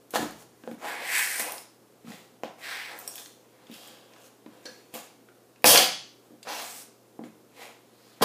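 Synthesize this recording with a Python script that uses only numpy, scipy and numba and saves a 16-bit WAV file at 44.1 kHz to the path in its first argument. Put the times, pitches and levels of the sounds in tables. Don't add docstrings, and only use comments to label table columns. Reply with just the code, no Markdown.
import sys
import numpy as np
from scipy import signal
from scipy.fft import rfft, irfft
from scipy.io import wavfile
from scipy.ndimage import uniform_filter1d
from numba import njit

SR = 44100
rng = np.random.default_rng(int(sys.argv[2]) if len(sys.argv) > 2 else 0)


def transcribe(u):
    v = np.clip(np.atleast_2d(u).T, -1, 1)
    q = np.round(v * 32767).astype(np.int16)
    wavfile.write(sys.argv[1], SR, q)


N = 363384

# (frequency [Hz], relative level [dB])
AIR_SPECTRUM = [(18, -62), (30, -37.5), (64, -23.5), (95, -19.5), (165, -8.5), (240, -1), (400, -1),
                (500, -1.5), (630, -9), (700, -7), (820, -11), (1010, -12), (2000, -21), (15800, -25)]
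# (frequency [Hz], t60 [s], relative level [dB])
ROOM_DECAY = [(100, 0.75, 4.5), (296, 0.12, -1), (711, 0.42, 1), (1780, 0.45, -0.5), (4770, 0.51, -2),
              (11900, 0.16, -0.5)]
# (frequency [Hz], gain [dB], t60 [s])
HOLLOW_MODES = [(492, -4, 0.031), (1632, -6.5, 0.018), (4410, -2, 0.024), (5060, -6, 0.017),
                (5800, -4, 0.013)]
# (frequency [Hz], gain [dB], t60 before the cap [s])
PART_MODES = [(5600, 3, 0.036), (8150, 0, 0.033), (8900, -2, .015), (9860, -0.5, .015), (10900, -4, 0.019),
              (11900, -5, 0.012), (13800, -4, 0.016)]
# (time [s], level [dB], tilt about 8 kHz [dB/octave])
BOUNCES = [(2.989, -51, 29), (3.077, -30.5, 3.5)]
# (time [s], level [dB], pitch [Hz], treble gain [dB], contact time [s])
CRACKS = [(0.107, -44, 4300, 15, 0.006), (.138, -23, 1145, -23, 0.003), (0.1613, -15, 1800, -22, 0.0033),
          (0.3094, -39, 1650, 6, 0.0018), (0.637, -38, 1530, -22, 0.0026), (.676, -34, 1410, -40, 0.00069),
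          (0.714, -33.5, 1500, -8, 0.0031), (1.1935, -13.5, 2000, -18, 0.0013),
          (1.396, -20, 2160, 6, 0.014), (1.521, -32, 5300, 12.5, 0.0036),
          (1.5813, -32.5, 5250, -25, 0.0028), (2.0724, -37.5, 1350, -17, 0.0041),
          (2.1196, -35, 2070, -22, 0.0022), (2.4352, -26.5, 3140, -6, 0.0006), (3.157, -34, 3300, 12, .002),
          (3.18, -32.5, 3580, -21, 0.0043), (3.2598, -35.5, 4270, -11, 0.0027),
          (3.6693, -47, 3560, -16, .003), (3.715, -40, 3800, 2, 0.0026), (3.7402, -37.5, 5400, -12, 0.0044),
          (3.8342, -39, 2870, -10, 0.0026), (3.876, -43.5, 8600, -2, .002), (3.858, -50, 2620, -15, 0.0046),
          (4.136, -43, 3160, -13, .003), (4.163, -43, 2160, -24, .003), (4.4618, -34, 1140, -22, 0.004),
          (4.656, -35.5, 4300, -15, 0.0051), (4.659, -38.5, 1800, -30, 0.018),
          (4.94, -32.5, 3300, 6, 0.018), (5.287, -45.5, 1500, -15.5, 0.0065),
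          (5.56, -48.5, 2700, -12.5, 0.0055), (5.622, -46, 2530, 5, .002), (5.6433, 2, 2670, -1.5, 0.001),
          (5.7467, -6, 3480, -22, .001), (5.7591, 0.5, 3400, -23, 0.00062), (5.7748, -4, 4900, -20, 0.009),
          (6.4297, -36.5, 4880, -17.5, 0.0073), (6.762, -41, 8500, -6, .006),
          (6.481, -34, 1440, -20, 0.0088), (7.238, -42, 2260, -24.5, 0.0052),
          (8.2244, -12.5, 1220, -7, 0.0043)]
# (frequency [Hz], width [Hz], gain [dB])
SHELL_MODES = [(630, 160, -5), (780, 90, -8), (2000, 600, -12), (3100, 200, -6), (3340, 150, 0),
               (3830, 150, -5), (4800, 200, -4), (5300, 300, -6)]
# (peak time [s], rise [s], fall [s], level [dB], boom [dB re level], hiss [dB re level])
CRUSHES = [(3.76, 0.091, .2, -55, -9, 1), (3.87, 0.13, 0.39, -57, -7, -6),
           (5.659, .011, 0.19, -18.5, -5, 9), (5.71, 0.061, .15, -27.5, -6, 3),
           (5.762, 0.049, 0.13, -22.5, -6, -9), (5.82, 0.071, 0.065, -29, -22.5, -4.5),
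           (8.225, .01, .04, -19.5, 2.5, 1)]
# (frequency [Hz], relative level [dB])
GRIT_SPECTRUM = [(2500, -27.5), (4000, 5), (5500, 11.5), (7400, 7), (9800, 9.5), (12000, 7.5), (15500, 7.5)]
# (time [s], relative level [dB], rasp pitch [Hz], rumble [dB re level], hiss [dB re level])
SLIDES = [
    [(.78, -75.5, 1670, 20, 13), (.844, -47.5, 1660, 17.5, 2.5), (.886, -34.5, 1540, 1, -5.5),
     (.992, -41, 1780, 5.5, -7), (1.166, -22.5, 1950, -17.5, -0.5), (1.29, -34, 1790, -10, 3.5),
     (1.34, -32, 1800, -11, 2.5), (1.412, -39, 2030, 0.5, 9.5), (1.484, -46, 2120, 11, 7),
     (1.552, -55, 2000, 12, 13), (1.62, -65.5, 2350, 1, 17.5), (1.72, -106, 2250, 6, -8)],
    [(2.58, -64, 1970, 14, 5), (2.644, -35.5, 1900, -15, -7.5), (2.732, -33, 1670, -8.5, -8),
     (2.862, -38.5, 2130, -20, -9), (2.924, -44.5, 1360, 6.5, -7), (2.992, -63, 1560, 13.5, 12),
     (3.1, -67, 2370, 7, -3)],
    [(6.45, -62.5, 1710, 15, -4), (6.488, -36, 1800, 5.5, -3.5), (6.556, -37, 2430, -1, -1),
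     (6.608, -36, 3480, 0.5, -0.5), (6.664, -45, 2290, 1, 6), (6.82, -54, 2210, -3.5, 11.5),
     (6.93, -86.5, 2530, 1.5, -9.5)],
]
# (share ringing in the tread [0-1], squeak at start [Hz], squeak at end [Hz])
SLIDE_TONES = [(0.78, 6400, 10500), (0.43, 7200, 7900), (0.03, 3300, 9200)]
# (peak time [s], rise [s], fall [s], relative level [dB], rasp pitch [Hz],
# share ringing in the tread [0-1], rumble [dB re level], hiss [dB re level])
SCUFFS = [(0.158, 0.034, 0.047, -26, 1810, 0, 3, 1), (.222, 0.06, 0.1, -39.5, 1780, 0, 2.5, 2),
          (.424, 0.2, 0.034, -60, 2070, 0.3, 9, 10), (.74, 0.37, 0.06, -59, 1500, 0.1, -3, 3),
          (2.104, 0.093, 0.25, -46, 2060, 0, -0.5, -1), (2.443, 0.0086, 0.091, -45, 3250, 0.2, 2, -12),
          (3.0, .03, 0.17, -62, 2300, 0.4, 5, 7), (3.13, 0.22, 0.29, -60.5, 3000, 0.7, 9.5, 15),
          (3.192, 0.11, .18, -48, 3380, .6, -12, 3), (3.62, 0.39, 0.44, -66.5, 1500, 0, 10, -8),
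          (3.746, 0.095, 0.099, -48, 2960, 0.4, -12, -1), (3.84, 0.11, 0.29, -56.5, 3080, 0.7, .4, 6),
          (3.944, 0.37, 0.18, -61, 2730, 0, -1, -14), (4.158, 0.33, 0.31, -64.5, 2500, .4, 11, -5),
          (4.268, 0.17, 0.041, -58.5, 2510, .1, -5, 6.5), (4.55, 0.17, 0.14, -63.5, 2800, 0.1, 9, -2),
          (4.665, 0.12, 0.46, -56.5, 1700, 0.3, 1.5, 1), (4.953, 0.032, 0.16, -43, 2426, 0.16, 3.5, 4.5),
          (6.262, 0.077, 0.036, -67.5, 2560, .7, 7, 5), (7.25, .03, 0.097, -58, 2300, .2, 6, 1),
          (7.629, 0.13, 0.16, -44, 1900, 0.37, 3, -2), (8.09, .4, 0.49, -56.5, 4640, 0.3, -2.5, -3),
          (8.211, 0.011, .03, -45.5, 1260, 0.08, 2, -17)]
# (time [s], level [dB], pitch [Hz], t60 of the puff [s])
FOOTFALLS = [(.138, -25.5, 520, 0.066), (.157, -15, 710, 0.01), (0.192, -22.5, 362, 0.017),
             (0.202, -25, 77.6, 0.08), (.228, -23, 292, 0.15), (.637, -40, 303, 0.16),
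             (.676, -26.5, 520, 0.016), (.68, -36, 260, 0.018), (.714, -31, 265, 0.036),
             (1.399, -29, 666, 0.031), (2.046, -38.5, 190, 0.07), (2.08, -33, 170, 0.064),
             (2.435, -21, 640, 0.02), (3.698, -35, 248, 0.041), (4.462, -35, 313, 0.021),
             (4.654, -39, 493, 0.033), (4.939, -35, 307, 0.24), (5.644, -8, 720, 0.093),
             (5.748, -14.5, 543, 0.086), (6.306, -43, 320, 0.06), (6.339, -48, 298, 0.053),
             (6.471, -33, 754, 0.11), (7.192, -29, 300, 0.037), (7.21, -34.5, 227, 0.074),
             (7.239, -34.5, 251, 0.089), (8.211, -23, 692, 0.098), (8.214, -19.5, 171, 0.067)]


def from_db(db):
    return 10 ** (np.asarray(db) / 20)


def unit_rms(x):
    return x / np.sqrt(np.mean(x ** 2) + 1e-20)


def at_hz(table, hz, column=1):
    table = np.array(table)
    return np.interp(np.log(hz), np.log(table[:, 0]), table[:, column])


def band(x, low_hz, high_hz):
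    sos = signal.butter(2, [low_hz, min(high_hz, .45 * SR)], "band", fs=SR, output="sos")
    return signal.sosfilt(sos, x + 1e-18)


def shaped(x, spectrum):
    hz = np.maximum(np.fft.rfftfreq(len(x), 1 / SR), 1)
    return unit_rms(irfft(rfft(x) * from_db(at_hz(spectrum, hz)), len(x)))


def ring(clicks, hz, t60):
    r, w = from_db(-60 / (t60 * SR)), 2 * np.pi * hz / SR
    return signal.lfilter([0, np.sin(w)], [1, -2 * r * np.cos(w), r * r], clicks + 1e-18)


@njit
def two_pole(x, w, r):
    out = np.zeros(len(x))
    for i in range(2, len(x)):
        out[i] = x[i] - x[i - 2] + 2 * r * np.cos(w[i]) * out[i - 1] - r * r * out[i - 2]
    return out


def glide(x, hz, width_hz):
    return unit_rms(two_pole(x, 2 * np.pi * hz / SR, np.exp(-np.pi * width_hz / SR)))


def grains(per_s, spread_db=3):
    sizes = from_db(spread_db * np.minimum(rng.exponential(1, N), 4)) * rng.choice([-1, 1], N)
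    return unit_rms(sizes * (rng.random(N) < per_s / SR))


def swells(rows, depth_db=30, roundness=1.24):
    t, gains = np.arange(N) / SR, np.full((3, N), 1e-7)
    for peak_s, rise_s, fall_s, db, low_db, high_db in rows:
        span = slice(round((peak_s - 1.5 * rise_s) * SR), round((peak_s + 1.5 * fall_s) * SR))
        since = t[span] - peak_s
        drop_db = depth_db * np.maximum(-since / rise_s, since / fall_s) ** roundness
        gains[:, span] += from_db([[0], [low_db], [high_db]]) * from_db(db - drop_db)
    return gains


def room_tone(air_db=-58.5, hum_db=-69, hum_hz=120.2):
    air = from_db(air_db) * shaped(rng.standard_normal(N), AIR_SPECTRUM)
    hum = from_db(hum_db) * np.sin(2 * np.pi * hum_hz * np.arange(N) / SR)
    return air + hum


def room_echoes(x, build_up_s=.0024):
    t = np.arange(SR) / SR
    white = rng.standard_normal((2, SR))
    edges_hz = 40 * 2 ** np.arange(0, 9.1, .5)
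    t60s, gains = at_hz(ROOM_DECAY, edges_hz), from_db(at_hz(ROOM_DECAY, edges_hz, column=2))
    tail = np.zeros(SR)
    for k, (low, high) in enumerate(zip(edges_hz, edges_hz[1:])):
        decay = from_db(-60 * t / t60s[k]) / np.sqrt(t60s[k])
        tail += gains[k] * band(white[k % 2], low, high) * decay
    tail *= 1 - np.exp(-(t / build_up_s) ** 2)
    return signal.fftconvolve(x, tail / np.sqrt(np.sum(tail ** 2)))[:N]


def hollow_tap(at_s=4.656, drive_db=-56.5, chatter_s=.022):
    since = np.arange(N) / SR - at_s
    envelope = (since >= 0) * np.exp(-np.abs(since) / chatter_s)
    chatter = from_db(drive_db) * rng.standard_normal(N) * envelope
    return sum(from_db(db) * ring(chatter, hz, t60) for hz, db, t60 in HOLLOW_MODES)


def tinkles(t60_cap_s=.03):
    times, bounce_db, tilt_db = np.transpose(BOUNCES)
    out = np.zeros(N)
    for hz, mode_db, t60 in PART_MODES:
        clicks = np.zeros(N)
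        clicks[(times * SR).astype(int)] = from_db(bounce_db + mode_db + tilt_db * np.log2(hz / 8000))
        out += ring(clicks, hz, min(t60, t60_cap_s)) + 2 * band(clicks, .8 * hz, 1.2 * hz)
    return out


def plastic_cracks():
    out, t = np.zeros(N + SR), np.arange(SR // 10) / SR
    for at_s, db, hz, treble_db, contact_s in CRACKS:
        burst = .34 * rng.standard_normal(len(t)) * np.exp(-t / contact_s)
        burst[0] = 2.8
        knock = .08 * ring(burst, hz, t60=.009) + band(burst, .45 * hz, 1.9 * hz)
        treble = from_db(treble_db) * band(burst, 6300, 17000)
        start = round(at_s * SR)
        out[start:start + len(t)] += from_db(db) * (1.92 * knock + treble)
    return out[:N]


def shell_crushes():
    body_gain, boom_gain, hiss_gain = swells(CRUSHES)
    fractures = grains(per_s=4600)
    shell = sum(from_db(db) * ring(fractures, hz, t60=np.log(1000) / (np.pi * width_hz))
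                for hz, width_hz, db in SHELL_MODES)
    body = unit_rms(.8 * unit_rms(shell) + .45 * unit_rms(band(fractures, 1000, 6000)))
    boom = unit_rms(band(fractures, 360, 1400))
    return body_gain * body + boom_gain * boom + hiss_gain * shaped(fractures, GRIT_SPECTRUM)


def slide_gains(t):
    level_db = np.full(N, -140.)
    for slide in SLIDES:
        times, db = np.transpose(slide)[:2]
        inside = (t >= times[0]) & (t <= times[-1])
        level_db[inside] = np.interp(t[inside], times, db)
    gain = uniform_filter1d(from_db(level_db), size=90)
    times, _, _, rumble_db, hiss_db = np.concatenate(SLIDES).T
    return gain * from_db([np.zeros(N), np.interp(t, times, rumble_db), np.interp(t, times, hiss_db)])


def sole_tones(t, scuff_squeak_hz=6730):
    points = [(at_s, hz, share, scuff_squeak_hz) for at_s, _, _, _, hz, share, _, _ in SCUFFS]
    for slide, (share, start_hz, end_hz) in zip(SLIDES, SLIDE_TONES):
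        squeaks = np.linspace(start_hz, end_hz, len(slide))
        points += [(at_s, hz, share, squeak) for (at_s, _, hz, _, _), squeak in zip(slide, squeaks)]
    times, *columns = np.transpose(sorted(points))
    return [np.interp(t, times, column) for column in columns]


def sole_drags(rumble_octaves_per_db=.02):
    t = np.arange(N) / SR
    scuff_gains = swells((*timing, db, rumble, hiss) for *timing, db, _, _, rumble, hiss in SCUFFS)
    rasp_gain, rumble_gain, hiss_gain = scuff_gains + slide_gains(t)
    rasp_hz, ringing, squeak_hz = sole_tones(t)
    pressure_db = 20 * np.log10(rasp_gain) + 45
    rumble_hz = np.maximum(720 * 2 ** (rumble_octaves_per_db * pressure_db), 450)
    slips = grains(per_s=5000)
    tread = glide(glide(slips, .87 * rasp_hz, width_hz=900), 1.15 * rasp_hz, width_hz=900)
    rasp = np.sqrt(ringing) * tread + np.sqrt(1 - ringing) * unit_rms(band(slips, 880, 4780))
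    rumble = unit_rms(glide(slips, rumble_hz, width_hz=383) + .65 * unit_rms(band(slips, 310, 1620)))
    hiss = shaped(slips, GRIT_SPECTRUM) + .35 * glide(slips, squeak_hz, width_hz=1300)
    return rasp_gain * rasp + rumble_gain * rumble + hiss_gain * hiss


def footfalls(swing_cycles=5):
    out, t = np.zeros(N + SR), np.arange(SR // 4) / SR
    for at_s, db, hz, t60 in FOOTFALLS:
        swing = np.sin(2 * np.pi * hz * t) * from_db(-60 * t * hz / swing_cycles)
        puff = unit_rms(band(rng.standard_normal(len(t)), .81 * hz, 2.04 * hz)) * from_db(-60 * t / t60)
        start = round(at_s * SR)
        out[start:start + len(t)] += from_db(db) * (2.26 * swing + .36 * puff)
    return out[:N]


def scene(bass_cut_hz=213, echo_db=-3):
    near = from_db(-6) * sole_drags() + shell_crushes() + footfalls()
    near += plastic_cracks() + tinkles() + hollow_tap()
    bass_cut = signal.butter(3, bass_cut_hz, "high", fs=SR, output="sos")
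    near = signal.sosfilt(bass_cut, near)
    return (room_tone() + near + from_db(echo_db) * room_echoes(near))[None]


def record(dry, ceiling=.75, cutoff_hz=15750):
    rounded = ceiling * np.tanh(dry / ceiling)
    return signal.sosfilt(signal.cheby2(20, 80, cutoff_hz, fs=SR, output="sos"), rounded)


dry = scene()
out = record(dry)
transcribe(out)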